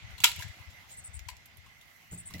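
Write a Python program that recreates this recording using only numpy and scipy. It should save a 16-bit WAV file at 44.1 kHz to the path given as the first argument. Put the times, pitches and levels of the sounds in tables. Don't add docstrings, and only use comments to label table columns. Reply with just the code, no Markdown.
import sys
import numpy as np
from scipy import signal
from scipy.io import wavfile
from scipy.ndimage import uniform_filter1d

SR = 44100
rng = np.random.default_rng(int(sys.argv[2]) if len(sys.argv) > 2 else 0)


def digitize_waveform(pressure):
    field = np.atleast_2d(pressure).T
    bounded = np.clip(field, -1, 1)
    quanta = np.round(bounded * 32767).astype(np.int16)
    wavfile.write(sys.argv[1], SR, quanta)


def ratio(d):
    e = np.asarray(d, float) / 20
    return 10 ** e


N = 105840

# [t/s, level/dB]
BREEZE_LEVEL = [(0, -52.5), (.4, -53), (.75, -60.5), (1.3, -63), (1.5, -62.5), (2, -66.5), (2.4, -50)]
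# [f/Hz, level/dB]
BREEZE_COLOUR = [(20, -28), (45, -2), (80, 9.5), (130, 4), (220, -11.5), (400, -44)]
# [t/s, level/dB, f/Hz]
WIND_PUFFS = [(0.051, -35, 96), (0.111, -45, 58.6), (.142, -38, 69.4), (0.302, -42.5, 68.5),
              (0.453, -34.5, 126), (0.469, -32.5, 101), (0.503, -35, 85), (0.611, -40, 97),
              (0.688, -36.5, 78), (0.739, -50, 121), (0.791, -53, 73.5), (1.096, -39.5, 85),
              (1.152, -38, 86), (1.176, -33.5, 73.2), (1.22, -38, 60.6), (1.271, -39, 82.6),
              (1.328, -41.5, 62), (1.377, -48, 86.7)]
# [f/Hz, level per Hz/dB]
FIELD_COLOUR = [(60, -42.5), (150, -1), (450, -12), (700, -3), (1100, -5.5), (2500, -2), (6500, -12.5),
                (16400, -46.5)]
# [t/s, level/dB]
FIELD_LEVEL = [(0, -52.5), (.5, -54.5), (1, -56.5), (1.5, -58.5), (2.1, -59.5), (2.4, -56.5)]
# [f/Hz, likeness (1 = the same)]
FIELD_LIKENESS = [(100, 1), (300, 0.76), (700, 0.39), (1400, 0.008)]
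# [t/s, level/dB]
CLOTH_LEVEL = [(0, -107), (.09, -75), (.12, -71.5), (.5, -71.5), (.62, -67), (.68, -73), (.82, -68),
               (.87, -71), (.92, -66.5), (1.05, -76), (1.65, -76.5), (1.8, -70.5), (1.95, -67.5),
               (2.25, -74), (2.4, -64)]
# [f/Hz, level/dB]
CLOTH_COLOUR = [(2500, -17.5), (6000, 9.5), (9500, 1.5), (12500, 4), (16400, -4.5)]
# [t/s, peak
# level/dB, left-right/dB, loudest ring f/Hz, chatter/s]
CONTACTS = [(.103, -49, 5, 1470, .013), (0.179, -39, 5.5, 4300, 0.011), (.203, -27.5, -4, 6900, 0.0015),
            (.2045, -29, 0, 3440, 0.003), (.213, -36, -2.5, 4730, 0.018), (.2375, -8.5, -7.5, 3020, 0.002),
            (.2411, -1.5, 2.5, 3570, 0.0023), (.2427, -1.5, 3, 7820, 0.00046), (.2441, -2, -8, 7960, 0.001),
            (.2466, -9, 3, 3080, 0.0018), (.2555, -17, 10, 5900, 0.0016), (.265, -20, -4.5, 3140, 0.0038),
            (0.272, -23.5, -5.5, 4580, 0.021), (0.284, -36, -19, 2980, 0.019), (.315, -26, -2.5, 4300, .004),
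            (.36, -34, -4.5, 2400, 0.0066), (.389, -34.5, 0.5, 2980, 0.013), (.408, -37, -10.5, 2200, 0.0085),
            (.423, -29.5, 4, 1800, 0.0023), (.428, -34, 5.5, 7000, .004), (.479, -43, 2, 2280, 0.0078),
            (0.698, -50.5, -1, 7430, 0.024), (0.8867, -47, -6, 7170, 0.043), (1.1923, -35, 1, 7130, 0.0025),
        (1.191, -48, -4, 5700, 0.0025), (1.2859, -29, 5, 7360, 0.00096),
        (1.2881, -31.5, 11.5, 4430, 0.0026), (1.291, -37, 10, 4700, .003), (1.298, -44, -17, 2100, 0.0053),
        (1.3673, -43.5, -3, 7100, 0.0024), (1.4566, -42.5, -0.5, 14040, 0.0063),
        (1.569, -55.5, -21, 11700, 0.0065), (1.583, -58, -8, 10230, 0.0034), (1.6614, -50, 5, 1068, 0.0068),
        (1.69, -56, -3, 6000, 0.0034), (1.81, -46.5, -2, 3740, 0.011), (2.116, -54, 0, 2100, 0.0037),
        (2.127, -45, -3, 1510, 0.0035), (2.235, -54, -11, 5500, 0.0018), (2.299, -49, -14, 2200, 0.018),
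        (2.3066, -42, 3, 1150, 0.0044), (2.327, -48, 4, 2780, 0.0042), (2.3375, -33, 0.5, 5670, 0.0044),
        (2.35, -40, -1, 2960, 0.0051), (2.381, -44, 7, 4260, 0.0042), (2.394, -36, 5, 2560, 0.0052)]
# [f/Hz, level per Hz/dB]
CRACK_COLOUR = [(450, -41), (900, -23), (1150, -26.5), (1500, -13), (3000, -7), (7500, -11.5), (12000, -18),
                (16400, -24)]
# [f/Hz, level/dB, time to fall 60 dB/s]
SLIDE_MODES = [(1420, -2, .04), (2300, -6, .03), (2526, -4, .03), (2888, 0, .04), (3491, 0, .03),
               (4006, -3, .04), (4300, -3, .04), (5772, 0, .05), (7306, 2, .05), (7955, 0, .05),
               (8936, -2, .04), (11360, 2, .04), (12160, 2, .04)]
# [f/Hz, time to fall 60 dB/s]
NEAR_DECAY = [(500, 0.28), (2000, 0.13), (5000, 0.13), (14000, 0.061)]
# [f/Hz, time to fall 60 dB/s]
FAR_DECAY = [(500, 0.23), (2000, 0.71), (5000, 0.87), (14000, 0.31)]
# [t/s, peak level/dB, length/s,
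# f/Hz, left-right/dB]
THRUMS = [(0.18, -56, 0.012, 990, 6), (0.203, -46.5, 0.0065, 970, 2), (0.241, -26.5, 0.017, 951, 6.5),
          (0.285, -40, 0.0144, 950, 0), (0.396, -45, 0.018, 978, 4), (0.436, -54.5, 0.0069, 985, 3),
          (1.286, -40.5, 0.01, 980, 8.5), (1.294, -50.5, 0.011, 987, 1), (1.329, -56.5, 0.009, 1000, 10),
          (2.344, -40.5, 0.0059, 2020, -9), (2.351, -49.5, .02, 2017, -8)]
# [t/s, length/s, level/dB, top f/Hz, climb/s]
BIRD_NOTES = [
    (.901, .056, -56, 7750, .036),
    (.964, .045, -53, 8050, .022),
    (1.036, .049, -51, 8050, .018),
    (1.13, .05, -53, 7880, .02),
    (2.108, .052, -53, 7800, .034),
    (2.17, .048, -52, 8030, .026),
    (2.25, .046, -52, 7960, .018),
]
# [t/s, level/dB, push/s]
KNOCKS = [
    (2.115, -39, 0.0021),
    (2.297, -50, .0038),
    (2.339, -38, 0.0025),
    (2.39, -64, .0044),
]
# [f/Hz, level/dB, time to fall 60 dB/s]
TABLE_MODES = [(85, -5, 0.2), (117.6, -9.5, 0.49), (175, -2, 0.31), (291, -21.5, 0.31), (490, -31, 0.058),
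               (650, -4, 0.11)]
# [f/Hz, level/dB]
RATTLE_COLOUR = [(100, -8), (200, -7.5), (450, -19.5), (2000, -41)]
# [f/Hz, level/dB]
RIGHT_PORT_COLOUR = [(1000, 0), (2500, 1), (4500, -2), (8500, -1), (11500, 7), (16400, 11)]


def evened(x):
    return x / np.sqrt(np.mean(x ** 2) + 1e-20)


def read(points, hz):
    f, value = np.transpose(points)
    return np.interp(np.log(hz + 1), np.log(f + 1), value)


def level(points):
    s, db = np.transpose(points)
    return ratio(np.interp(np.arange(N) / SR, s, db))


def add(mix, s, sound):
    part = mix[..., round(s * SR):][..., :sound.shape[-1]]
    part += sound[..., :part.shape[-1]]


def sides(db, pan_db):
    return ratio(db + np.array([[pan_db / 2], [-pan_db / 2]]))


def colour(x, points):
    db = read(points, np.fft.rfftfreq(4096, 1 / SR))
    log = np.log(ratio(np.r_[db, db[-2:0:-1]]))
    taps = np.fft.ifft(np.exp(np.conj(signal.hilbert(log)))).real[:2048]
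    return signal.oaconvolve(x, taps[None], axes=1)[:, :x.shape[1]]


def ring(t, hz, db, t60):
    return ratio(db - 60 * t / t60) * np.sin(2 * np.pi * hz * t)


def drift(width):
    smooth = uniform_filter1d(rng.standard_normal(N), int(width))
    return evened(uniform_filter1d(smooth, int(width)))


def echoes(x, decay):
    taps = np.zeros((2, SR))
    at = np.arange(100, SR - 20, 20) + rng.integers(0, 20, (2, (SR - 101) // 20))
    np.put_along_axis(taps, at, rng.choice([-1., 1.], at.shape), 1)
    hz, t, z = signal.stft(taps, SR, nperseg=128)
    fading = z * ratio(-60 * t / read(decay, hz)[:, None])
    tail = signal.istft(fading, SR, nperseg=128)[1]
    return signal.fftconvolve(x, tail / np.linalg.norm(tail[0]), axes=1)[:, :N]


def wind():
    lump_db, puff_cycles, puff_right_db = 4.5, 0.88, -40.5
    rumble = colour(rng.standard_normal((2, N)), BREEZE_COLOUR)
    lumps = ratio(lump_db * np.array([drift(1400), drift(810)]))
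    rumble = evened(rumble * lumps) * level(BREEZE_LEVEL)
    puffs, t = np.zeros(N), np.arange(-3000, 3000) / SR
    for s, db, hz in WIND_PUFFS:
        lead = min(3000, round(s * SR))
        swing = np.cos(2 * np.pi * (hz * t + 0.87 * rng.random()))
        wave = ratio(db) * np.exp(-(t * hz / puff_cycles) ** 2) * swing
        add(puffs, s - lead / SR, wave[3000 - lead:])
    return rumble * ratio([[3], [-4]]) + puffs * ratio([[0], [puff_right_db]])


def field():
    patch_db, port_hz, port_width_hz, port_db = 1.9, 2053, 262, 14
    frames, hz = N // 256 + 5, np.fft.rfftfreq(1024, 1 / SR)
    a, b, c, d, patches = rng.standard_normal((frames, 513, 5)).T
    patches = uniform_filter1d(patches, 12, axis=0)
    patches = evened(uniform_filter1d(patches, 10, axis=1))
    same = np.clip(read(FIELD_LIKENESS, hz), -1, 1)[:, None]
    left = a + 1j * b
    right = same * left + np.sqrt(1 - same ** 2) * (c + 1j * d)
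    z = np.array([left, right]) * ratio(read(FIELD_COLOUR, hz)[:, None] + patch_db * patches)
    port = ratio(port_db / (1 + (2 * (hz - port_hz) / port_width_hz) ** 2))
    z[1] *= port[:, None]
    wash = signal.istft(z, nperseg=1024, noverlap=768)[1][:, :N]
    return level(FIELD_LEVEL) * evened(wash)


def cloth():
    rubs_per_s, hiss, waver_db, spread_db = 3500, 0.33, 0.89, 0
    rubs = (rng.random((2, N)) < rubs_per_s / SR) * rng.standard_normal((2, N))
    rubs = rubs * ratio(spread_db * rng.exponential(1, (2, N)))
    rubs = colour(rubs + hiss * rng.standard_normal((2, N)), CLOTH_COLOUR)
    return level(CLOTH_LEVEL) * ratio(waver_db * drift(500)) * evened(rubs)


def slide():
    tilt_db = 0.54
    body_db, scatter_db, longest_s = -8, 4, .05
    own_db, own_s = -2, .02
    out, t = np.zeros((2, N)), np.arange(5000) / SR
    for s, db, pan_db, hz, chatter in CONTACTS:
        grit = rng.standard_normal((2, 5000)) * ratio(2.5 * rng.standard_normal((2, 5000)))
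        grit = grit * np.minimum(t / (.25 * chatter), 1) * np.exp(-(t / chatter) ** 1.5)
        tilt = tilt_db * np.log2(hz / 3000)
        crack = colour(grit, [(f, d + tilt * np.log2(f / 3000)) for f, d in CRACK_COLOUR])
        body = np.zeros((2, 5000))
        scatter = scatter_db * rng.standard_normal((2, len(SLIDE_MODES)))
        for port in range(2):
            for (f, d, t60), change in zip(SLIDE_MODES, scatter[port]):
                body[port] += ring(t, f, d + change, min(t60, longest_s))
        own = ring(t, hz, 0, own_s * (1000 / hz) ** .7)[None]
        body_ring = signal.fftconvolve(crack, body, axes=1)[:, :5000]
        own_ring = signal.fftconvolve(crack, own, axes=1)[:, :5000]
        hit = evened(crack) + ratio(body_db) * evened(body_ring) + ratio(own_db) * evened(own_ring)
        add(out, s, sides(db, pan_db) * hit / abs(hit).max(1, keepdims=True))
    return out


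def frame():
    skew, echo_db = .8, -15
    out = np.zeros((2, N))
    for s, db, length, hz, pan_db in THRUMS:
        t = np.arange(0, length, 1 / SR)
        swell = np.sin(np.pi * (t / length) ** skew)
        add(out, s, sides(db, pan_db) * swell * np.sin(2 * np.pi * hz * t))
    return out + ratio(echo_db) * echoes(out, NEAR_DECAY)


def bird():
    climb_hz, sag_hz, split_hz, waver_hz = 1000, 700, 840, 60
    flutter_db, voice_db, echo_db = 4, 5.5, -11
    out = np.zeros((2, N))
    for s, length, db, top_hz, climb_s in BIRD_NOTES:
        t = np.arange(round(length * SR)) / SR
        climb = 1 - (1 - np.minimum(t / climb_s, 1)) ** 2
        glide = top_hz - climb_hz * (1 - climb) - sag_hz * (t / length) ** 4
        shape = np.sin(np.pi * np.clip(t / length, 0, 1)) ** .75
        for k, part_db in [(-1, -12), (0, 0), (1, 0.5)]:
            waver, flutter = uniform_filter1d(rng.standard_normal((2, len(t))), 100, axis=1)
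            hz = glide + k * split_hz + waver_hz * evened(waver)
            tone = np.sin(2 * np.pi * np.cumsum(hz) / SR) * ratio(flutter_db * evened(flutter))
            add(out, s, ratio(db + part_db + voice_db) * shape * tone * np.ones((2, 1)))
    swoop_at_s, swoop_s, swoop_db, from_hz, to_hz = .992, .026, -59, 7900, 5400
    t = np.arange(0, swoop_s, 1 / SR)
    hz = from_hz + (to_hz - from_hz) * t / swoop_s
    swoop = np.sin(np.pi * t / swoop_s) * np.sin(2 * np.pi * np.cumsum(hz) / SR)
    add(out, swoop_at_s, ratio(swoop_db) * swoop)
    return out + ratio(echo_db) * echoes(out, NEAR_DECAY)


def table():
    rattle_s = 0.032
    out, t = np.zeros(N), np.arange(SR // 2) / SR
    for s, db, push in KNOCKS:
        top = sum(ring(t, hz, d + 2 * rng.standard_normal(), t60) for hz, d, t60 in TABLE_MODES)
        force = (t / push * np.exp(-3 * t / push))[:1500]
        hum = signal.fftconvolve(top, force)[:len(t)] * (1 - np.exp(-t / .005))
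        shake = rng.standard_normal((1, len(t))) * t / (t + push) * np.exp(-t / rattle_s)
        rattle = colour(shake, RATTLE_COLOUR)[0]
        add(out, s, ratio(db) * (hum / abs(hum).max() + rattle / abs(rattle).max()))
    return out


def scene():
    near_db, far_db, shared_hz = -6.5, -19, 1500
    steel = slide()
    steel = steel + ratio(near_db) * echoes(steel, NEAR_DECAY) + ratio(far_db) * echoes(steel, FAR_DECAY)
    bass = signal.filtfilt(*signal.butter(2, shared_hz, fs=SR), steel)
    steel = steel - bass + bass[0]
    return steel + frame() + table() + bird() + wind() + field() + cloth()


def band_limit(x):
    return signal.sosfilt(signal.butter(12, 16460, fs=SR, output="sos"), x)


def record(dry):
    lead_samples, edge_hz = 3, 16280
    left = np.roll(dry[0], -lead_samples)
    right = colour(dry[1:], RIGHT_PORT_COLOUR)[0]
    mix = np.tanh(np.array([left, right]))
    low_pass = signal.firwin(511, edge_hz, window=("kaiser", 10), fs=SR)
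    mix = signal.oaconvolve(mix, low_pass[None], "same")
    return band_limit(mix)


dry = scene()
out = record(dry)
digitize_waveform(out)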